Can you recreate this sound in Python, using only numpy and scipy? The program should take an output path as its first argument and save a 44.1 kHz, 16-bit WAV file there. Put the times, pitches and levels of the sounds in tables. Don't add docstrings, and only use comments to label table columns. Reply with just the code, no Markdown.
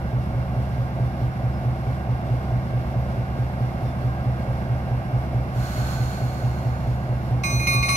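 import sys
import numpy as np
from scipy import signal
from scipy.fft import rfft, irfft
from scipy.io import wavfile
from scipy.ndimage import uniform_filter1d

SR = 44100
rng = np.random.default_rng(int(sys.argv[2]) if len(sys.argv) > 2 else 0)


def output_pcm(signal):
    pcm = np.clip(np.atleast_2d(signal).T, -1, 1) * 32767
    wavfile.write(sys.argv[1], SR, np.round(pcm).astype(np.int16))


N = 351036
TIME = np.arange(N) / SR
BINS_HZ = np.maximum(np.fft.rfftfreq(N, 1 / SR), 1)
SIDES = np.array([[1], [-1]]) / 2
IDLE_TURNS_PER_S = 4.6018

# angle_deg, strength_db
FIRINGS = [(37.1, 8), (85.6, 10), (94.9, 7), (105.8, 8), (156.0, 5), (214.3, 4.5), (226.5, 4.5), (273.0, 3),
           (279.5, 4), (304.4, -1.5), (324.1, 2.5), (345.3, 3.5)]
# pitch_hz, lead_rad
LEFT_LEAD = [(0, 0), (780, 0.4), (1030, 1.9), (1890, 2.8), (2330, 6.4), (2760, 6.4), (3100, 7.5),
             (4650, 9.7), (5250, 10.1), (6550, 17.9), (7320, 20.5), (10200, 21.4), (11800, 23.1),
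             (15200, 24.3)]
# start_s, strength_db, brightness_db_per_octave, left_over_right_db
CLAPPER_BLOWS = [(7.436, 0.5, 0, -0.5), (7.502, -16, 2, -11), (7.595, -5.5, -1.5, 1), (7.669, 3, -1, 3),
                 (7.732, -8.5, 2, -9), (7.827, 0, -1.5, -4), (7.887, 3.5, 1, 3.5), (7.954, -1, -3, -7)]


def from_db(db):
    return 10 ** (np.asarray(db) / 20)


def rms_one(x):
    return x / np.sqrt(np.mean(x ** 2) + 1e-20)


def per_bin(points):
    hz, value = np.transpose(points)
    return np.interp(np.log(BINS_HZ), np.log(hz), value)


def drift(rate_hz):
    return rms_one(irfft(rfft(rng.standard_normal(N)) / (1 + (BINS_HZ / rate_hz) ** 2), N))


def resonance(hz, width_hz):
    return 1 / np.sqrt(1 + ((BINS_HZ - hz * hz / BINS_HZ) / width_hz) ** 2)


def from_yard(source, colour):
    # pitch_hz, share
    direct_share = [(100, 0.99), (200, 0.99), (350, 0.72), (600, 0.83), (900, 0.65), (1400, 0.53),
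                    (2200, 0.45), (3500, 0.38), (6000, 0.23), (11000, 0.14)]
    # pitch_hz, left_over_right_db
    balance = [(60, -1.5), (99, -1.0), (160, -1.5), (270, -1.5), (450, 0.5), (740, -2.0), (1220, -2.0),
               (2010, -5.5), (3330, -1.5), (5500, -3.0), (9080, -3.5), (15000, -9.0)]
    share = np.clip(per_bin(direct_share), 0, 1)
    direct = rfft(rms_one(source)) * np.exp(1j * SIDES * per_bin(LEFT_LEAD))
    scattered = rfft(rng.standard_normal((2, N)))
    both = np.sqrt(share) * direct + np.sqrt(1 - share) * scattered
    return rms_one(irfft(both * colour * from_db(SIDES * per_bin(balance)), N))


def crank_turns(sag_turns_per_s, sag_at_s, sag_width_s):
    speed = IDLE_TURNS_PER_S - sag_turns_per_s * np.exp(-((TIME - sag_at_s) / sag_width_s) ** 2)
    return np.cumsum(speed) / SR


def exhaust(turns, level_db, low_hz, top_hz, uneven_db, jitter_s):
    # pitch_hz, width_hz, gain_db
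    pipes = [(42, 1.8, 15), (60, 2.55, 12.5), (66.6, 10, 7.5), (100.1, 23.5, -7), (121.3, 4.8, 28.0),
             (143.3, 5.9, -87), (164.1, 6.2, -17.5), (163.6, 1.5, 10.5), (200, 2.33, 18),
             (242.3, 5.6, 11.5)]
    run_in = 2 * SR
    angle, strength_db = np.transpose(FIRINGS)
    firing_turns = (np.arange(-8, 38)[:, None] + angle / 360).ravel()
    chance = rng.standard_normal((len(firing_turns), 2))
    when_s = np.interp(firing_turns, turns, TIME, right=np.inf)
    when_s += np.minimum(firing_turns, 0) / IDLE_TURNS_PER_S
    at = run_in + (when_s + jitter_s * chance[:, 0]) * SR
    size = from_db(np.resize(strength_db, len(firing_turns)) + level_db + uneven_db * chance[:, 1])
    heard = (at > 0) & (at < run_in + N - 1)
    puffs = -np.bincount(at[heard].astype(int), size[heard], run_in + N)
    puffs = signal.sosfilt(signal.butter(4, low_hz, "high", fs=SR, output="sos"), puffs + 1e-18)
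    throb = signal.sosfilt(signal.butter(2, top_hz, fs=SR, output="sos"), puffs)
    for hz, width_hz, db in pipes:
        w, damping = 2 * np.pi * hz, 2 * np.pi * width_hz
        pipe_filter = signal.bilinear([1, damping * from_db(db), w * w], [1, damping, w * w], SR)
        throb = signal.lfilter(*pipe_filter, throb)
    lag, right_db = 15, 1.3
    return np.array([throb[run_in:], throb[run_in - lag:-lag]]) * from_db(-SIDES * right_db)


def machinery(turns, repeat_share, repeat_top_hz, firing_db, firing_turns, level_db):
    # pitch_hz, level_db
    rattle_colour = [(160, -14), (280, -3), (304, -10.5), (336, -0.5), (400, -9.5), (549, -5.5),
                     (572, -2.5), (745, -2.5), (932, -10.5), (1110, -8.5), (1330, -15), (1570, -17),
                     (1700, -19), (2190, -18.5), (3200, -44.5), (4160, -40), (7040, -120)]
    # pitch_hz, width_hz, added_level_db
    panels = [(884, 13, -2.5), (1446, 43, 0), (1605, 14, 10.5), (2100, 110, -24), (2793, 190, 12)]
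    pattern = rng.standard_normal(size=9600)
    looped = rms_one(np.interp(turns % 1, np.linspace(0, 1, len(pattern)), pattern))
    fresh = rng.standard_normal(N)
    share = repeat_share / (1 + (BINS_HZ / repeat_top_hz) ** 4)
    rattle = irfft(np.sqrt(share) * rfft(looped) + np.sqrt(1 - share) * rfft(fresh), N)
    surges = sum(np.exp(-((turns - angle / 360) % 1) / firing_turns) for angle, _ in FIRINGS)
    surges = uniform_filter1d(surges, size=130)
    panel_gain = 1 + sum(from_db(db) * resonance(hz, width_hz) ** 2 for hz, width_hz, db in panels)
    clatter = from_yard(rattle, panel_gain * from_db(per_bin(rattle_colour)))
    return from_db(level_db) * rms_one(clatter * from_db(firing_db * surges))


def knocks(turns, attack_s, fade_s, uneven_db):
    # angle_deg, pitch_hz, strength_db
    turn_knocks = [(64.1, 625, -38), (191.3, 691, -14), (212, 260, -49)]
    out = 0
    for angle, hz, db in turn_knocks:
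        count = turns - angle / 360 + 1
        age = count % 1 / IDLE_TURNS_PER_S
        force_db = uneven_db * rng.standard_normal(size=64)[count.astype(int)]
        envelope = from_db(db + force_db - 60 * age / fade_s) * (1 - np.exp(-age / attack_s))
        out = out + envelope * np.sin(2 * np.pi * hz * age)
    return out


def whines(turns, level_db, waver_db, wander_rad):
    # rough_pitch_hz, level_db
    tones = [(331.3, -51.5), (543.0, -47.5), (727.1, -49.5), (768.5, -49.5), (1090.6, -56.5), (1448, -64),
             (1615, -63), (2003, -69), (2719, -72), (7994, -85), (11806, -87)]
    out = np.zeros((2, N))
    flutter = np.array([drift(2.3), drift(8.3)])
    for k, (hz, db) in enumerate(tones):
        swell, slip = np.roll(flutter, k * N // len(tones), axis=1)
        phase = 2 * np.pi * np.round(hz / IDLE_TURNS_PER_S) * turns + wander_rad * slip
        lead = np.interp(hz, *np.transpose(LEFT_LEAD))
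        out += from_db(db + level_db + waver_db * swell) * np.sin([phase + lead, phase])
    return out


def fan_hiss(turns, level_db, throb_db, flicker_db):
    # pitch_hz, level_db
    hiss_colour = [(2400, -7.5), (3100, 6.5), (3550, 7), (3900, 4.5), (5500, 3), (6900, -7), (8100, -4.5),
                   (9000, -13), (9700, -8.5), (10400, -2), (11800, -2), (12700, -6), (14400, -16),
                   (15600, -28)]
    swell_db = throb_db * np.cos(2 * np.pi * (turns - .72)) + flicker_db * drift(8.0)
    rush = from_yard(rng.standard_normal(N), from_db(per_bin(hiss_colour)))
    return from_db(level_db + swell_db) * rush


def rumble(level_db):
    # pitch_hz, level_db
    rumble_colour = [(20, -36), (32, -16), (45, 6), (68, 10.5), (88, 2), (120, 0.5), (150, 3), (240, 2.5),
                     (300, -18), (420, -41), (2000, -88)]
    return from_db(level_db) * from_yard(rng.standard_normal(N), from_db(per_bin(rumble_colour)))


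def bird(width_s, fall_hz_per_s):
    # middle_s, pitch_hz, level_db
    chips = [(1.56, 5170, -58), (3.893, 3550, -55), (3.89, 5400, -61), (5.06, 5500, -69), (6.68, 5300, -62),
             (7.17, 5100, -68)]
    out = 0
    for middle_s, hz, db in chips:
        t = TIME - middle_s
        envelope = from_db(db) * np.exp(-(t / width_s) ** 2)
        out = out + envelope * np.sin(2 * np.pi * (hz - fall_hz_per_s * t / 2) * t)
    return out


def air_release(start_s, attack_s, hold_s, fall_db_per_s, jet_db, vent_db, vent_lag_s):
    # pitch_hz, level_db
    jet_colour = [(700, -30), (1100, 9.5), (1550, 7.5), (1800, 0), (2800, -3.5), (3500, -1.5), (5000, -5),
                  (6700, -5.5), (8000, -8.5), (9300, -14), (11300, -6), (13000, -12.5), (15500, -18)]
    # pitch_hz, width_hz, level_db
    vent_tones = [(1170, 50, -15), (1510, 39, -4), (4280, 280, -7.5), (6650, 590, -13.5)]
    age = np.maximum(TIME - start_s, 1 / SR)
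    opening_db = 20 * np.log10(1 - np.exp(-age / attack_s))
    flow_db = opening_db - fall_db_per_s * np.maximum(age - hold_s, 0)
    flow_db += .5 * drift(14.0)
    jet = from_yard(rng.standard_normal(N), from_db(per_bin(jet_colour)))
    vent_colour = sum(from_db(db) * resonance(hz, width_hz) ** 2 / np.sqrt(width_hz)
                      for hz, width_hz, db in vent_tones)
    ring = from_yard(rng.standard_normal(N), vent_colour)
    ring_db = np.interp(TIME - vent_lag_s, TIME, flow_db)
    return from_db(flow_db + jet_db) * jet + from_db(ring_db + vent_db) * ring


def bell(level_db, attack_s, swing_db, swing_hz):
    # pitch_hz, level_db, fade_s (time to drop 60 dB), left_over_right_db, lead_rad
    tones = [(1124.0, -29.8, 1.0, 5.6, -2.6), (2150.0, -25.6, 0.38, -7.0, -0.4),
             (2453.5, -26.4, 0.9, -5.0, -0.6), (3789.0, -43.2, 0.6, -4.5, 1.4),
             (4096.5, -30.8, 1.2, 1.0, 2.8), (4894.0, -50.5, 0.5, -5.0, -2.2),
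             (5202.0, -43.6, 0.5, -4.8, -1.4), (6085.0, -37.6, 1.5, -11.4, 0.5),
             (6115.0, -45.5, 0.8, -11.4, 0.5), (6309.0, -50.7, 0.8, -11.0, 0.6),
             (7881.0, -57.5, 0.9, 5.1, 0.6), (8305.0, -45.4, 0.7, 2.3, -0.3),
             (9960.0, -59.0, 0.7, -4.8, 1.6), (10698.0, -37.7, 0.5, -7.9, 2.7),
             (11170.0, -51.5, 0.4, -8.0, 2.7), (13247.0, -45.0, 0.7, -6.3, -0.4),
             (13810.0, -60.7, 0.6, -6.1, -0.3)]
    main_hz = tones[2][0]
    start = int(CLAPPER_BLOWS[0][0] * SR) - SR // 100
    t, out = TIME[start:], np.zeros((2, N))
    swings = np.array([drift(swing_hz), drift(swing_hz)])
    for k, (hz, tone_db, fade_s, pan_db, lead) in enumerate(tones):
        energy = 0
        octaves = np.log2(hz / main_hz)
        for start_s, db, bright_db, side_db in CLAPPER_BLOWS:
            age = np.maximum(t - start_s, 0)
            rise = from_db(db + bright_db * octaves + SIDES * side_db) * (1 - np.exp(-age / attack_s))
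            energy = energy + (rise * from_db(-60 * age / fade_s)) ** 2
        sway = np.sqrt(hz / main_hz) * np.roll(swings, k * N // len(tones), axis=1)[:, start:]
        gain = from_db(level_db + tone_db + swing_db * np.tanh(sway) + SIDES * pan_db)
        phase = 2 * np.pi * hz * t + SIDES * lead + 0.32 * sway[0]
        out[:, start:] += gain * np.sqrt(energy) * np.sin(phase)
    return out


def clapper(crack_db, crack_fade_s, tail_db, tail_fade_s):
    # pitch_hz, level_db
    colour = [(600, -20), (1200, 8.0), (1700, -13), (2400, 13.5), (2750, 5), (3300, -13), (4100, -7),
              (5000, -4), (6200, 1), (7200, -23), (11000, -10), (13500, -24), (14600, -45)]
    envelope = 0
    for start_s, db, bright_db, _ in CLAPPER_BLOWS:
        age = np.maximum(TIME - start_s, 0)
        crack = from_db(crack_db - 60 * age / crack_fade_s)
        tail = from_db(tail_db - 60 * age / tail_fade_s)
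        envelope = envelope + (TIME > start_s) * from_db(db + bright_db) * (crack + tail)
    clang = irfft(rfft(rng.standard_normal((2, N))) * from_db(per_bin(colour)), N)
    return envelope * rms_one(clang)


def scene():
    turns = crank_turns(sag_turns_per_s=0.0388, sag_at_s=7.06, sag_width_s=1.04)
    throb = exhaust(turns, level_db=13.0, low_hz=56.0, top_hz=108.0, uneven_db=1.12, jitter_s=.0001)
    throb *= from_db(2.5 * np.cos(2 * np.pi * (turns - .7)))
    engine_room = machinery(turns, repeat_share=0.49, repeat_top_hz=860,
                            firing_db=2.0, firing_turns=0.0093, level_db=-34.51)
    engine_room += knocks(turns, attack_s=0.01, fade_s=0.028, uneven_db=3.0)
    engine_room += whines(turns, level_db=-1.0, waver_db=3.5, wander_rad=0.69)
    engine_room += fan_hiss(turns, level_db=-54.5, throb_db=0.2, flicker_db=0.84)
    engine_room *= from_db(0.33 - 0.3 * np.abs(TIME - 4.35))
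    mix = throb + engine_room + rumble(level_db=-35.5)
    mix += bird(width_s=0.027, fall_hz_per_s=1700)
    mix += air_release(start_s=5.518, attack_s=0.088, hold_s=0.37, fall_db_per_s=16.5,
                       jet_db=-39.0, vent_db=-41.5, vent_lag_s=0.032)
    mix += bell(level_db=1.5, attack_s=0.0037, swing_db=4.5, swing_hz=5.3)
    mix += clapper(crack_db=-31.5, crack_fade_s=0.064, tail_db=-37.0, tail_fade_s=0.47)
    return mix


def record(dry):
    return signal.sosfilt(signal.ellip(12, .1, 90, 15700, fs=SR, output="sos"), dry)


dry = scene()
out = record(dry)
output_pcm(out)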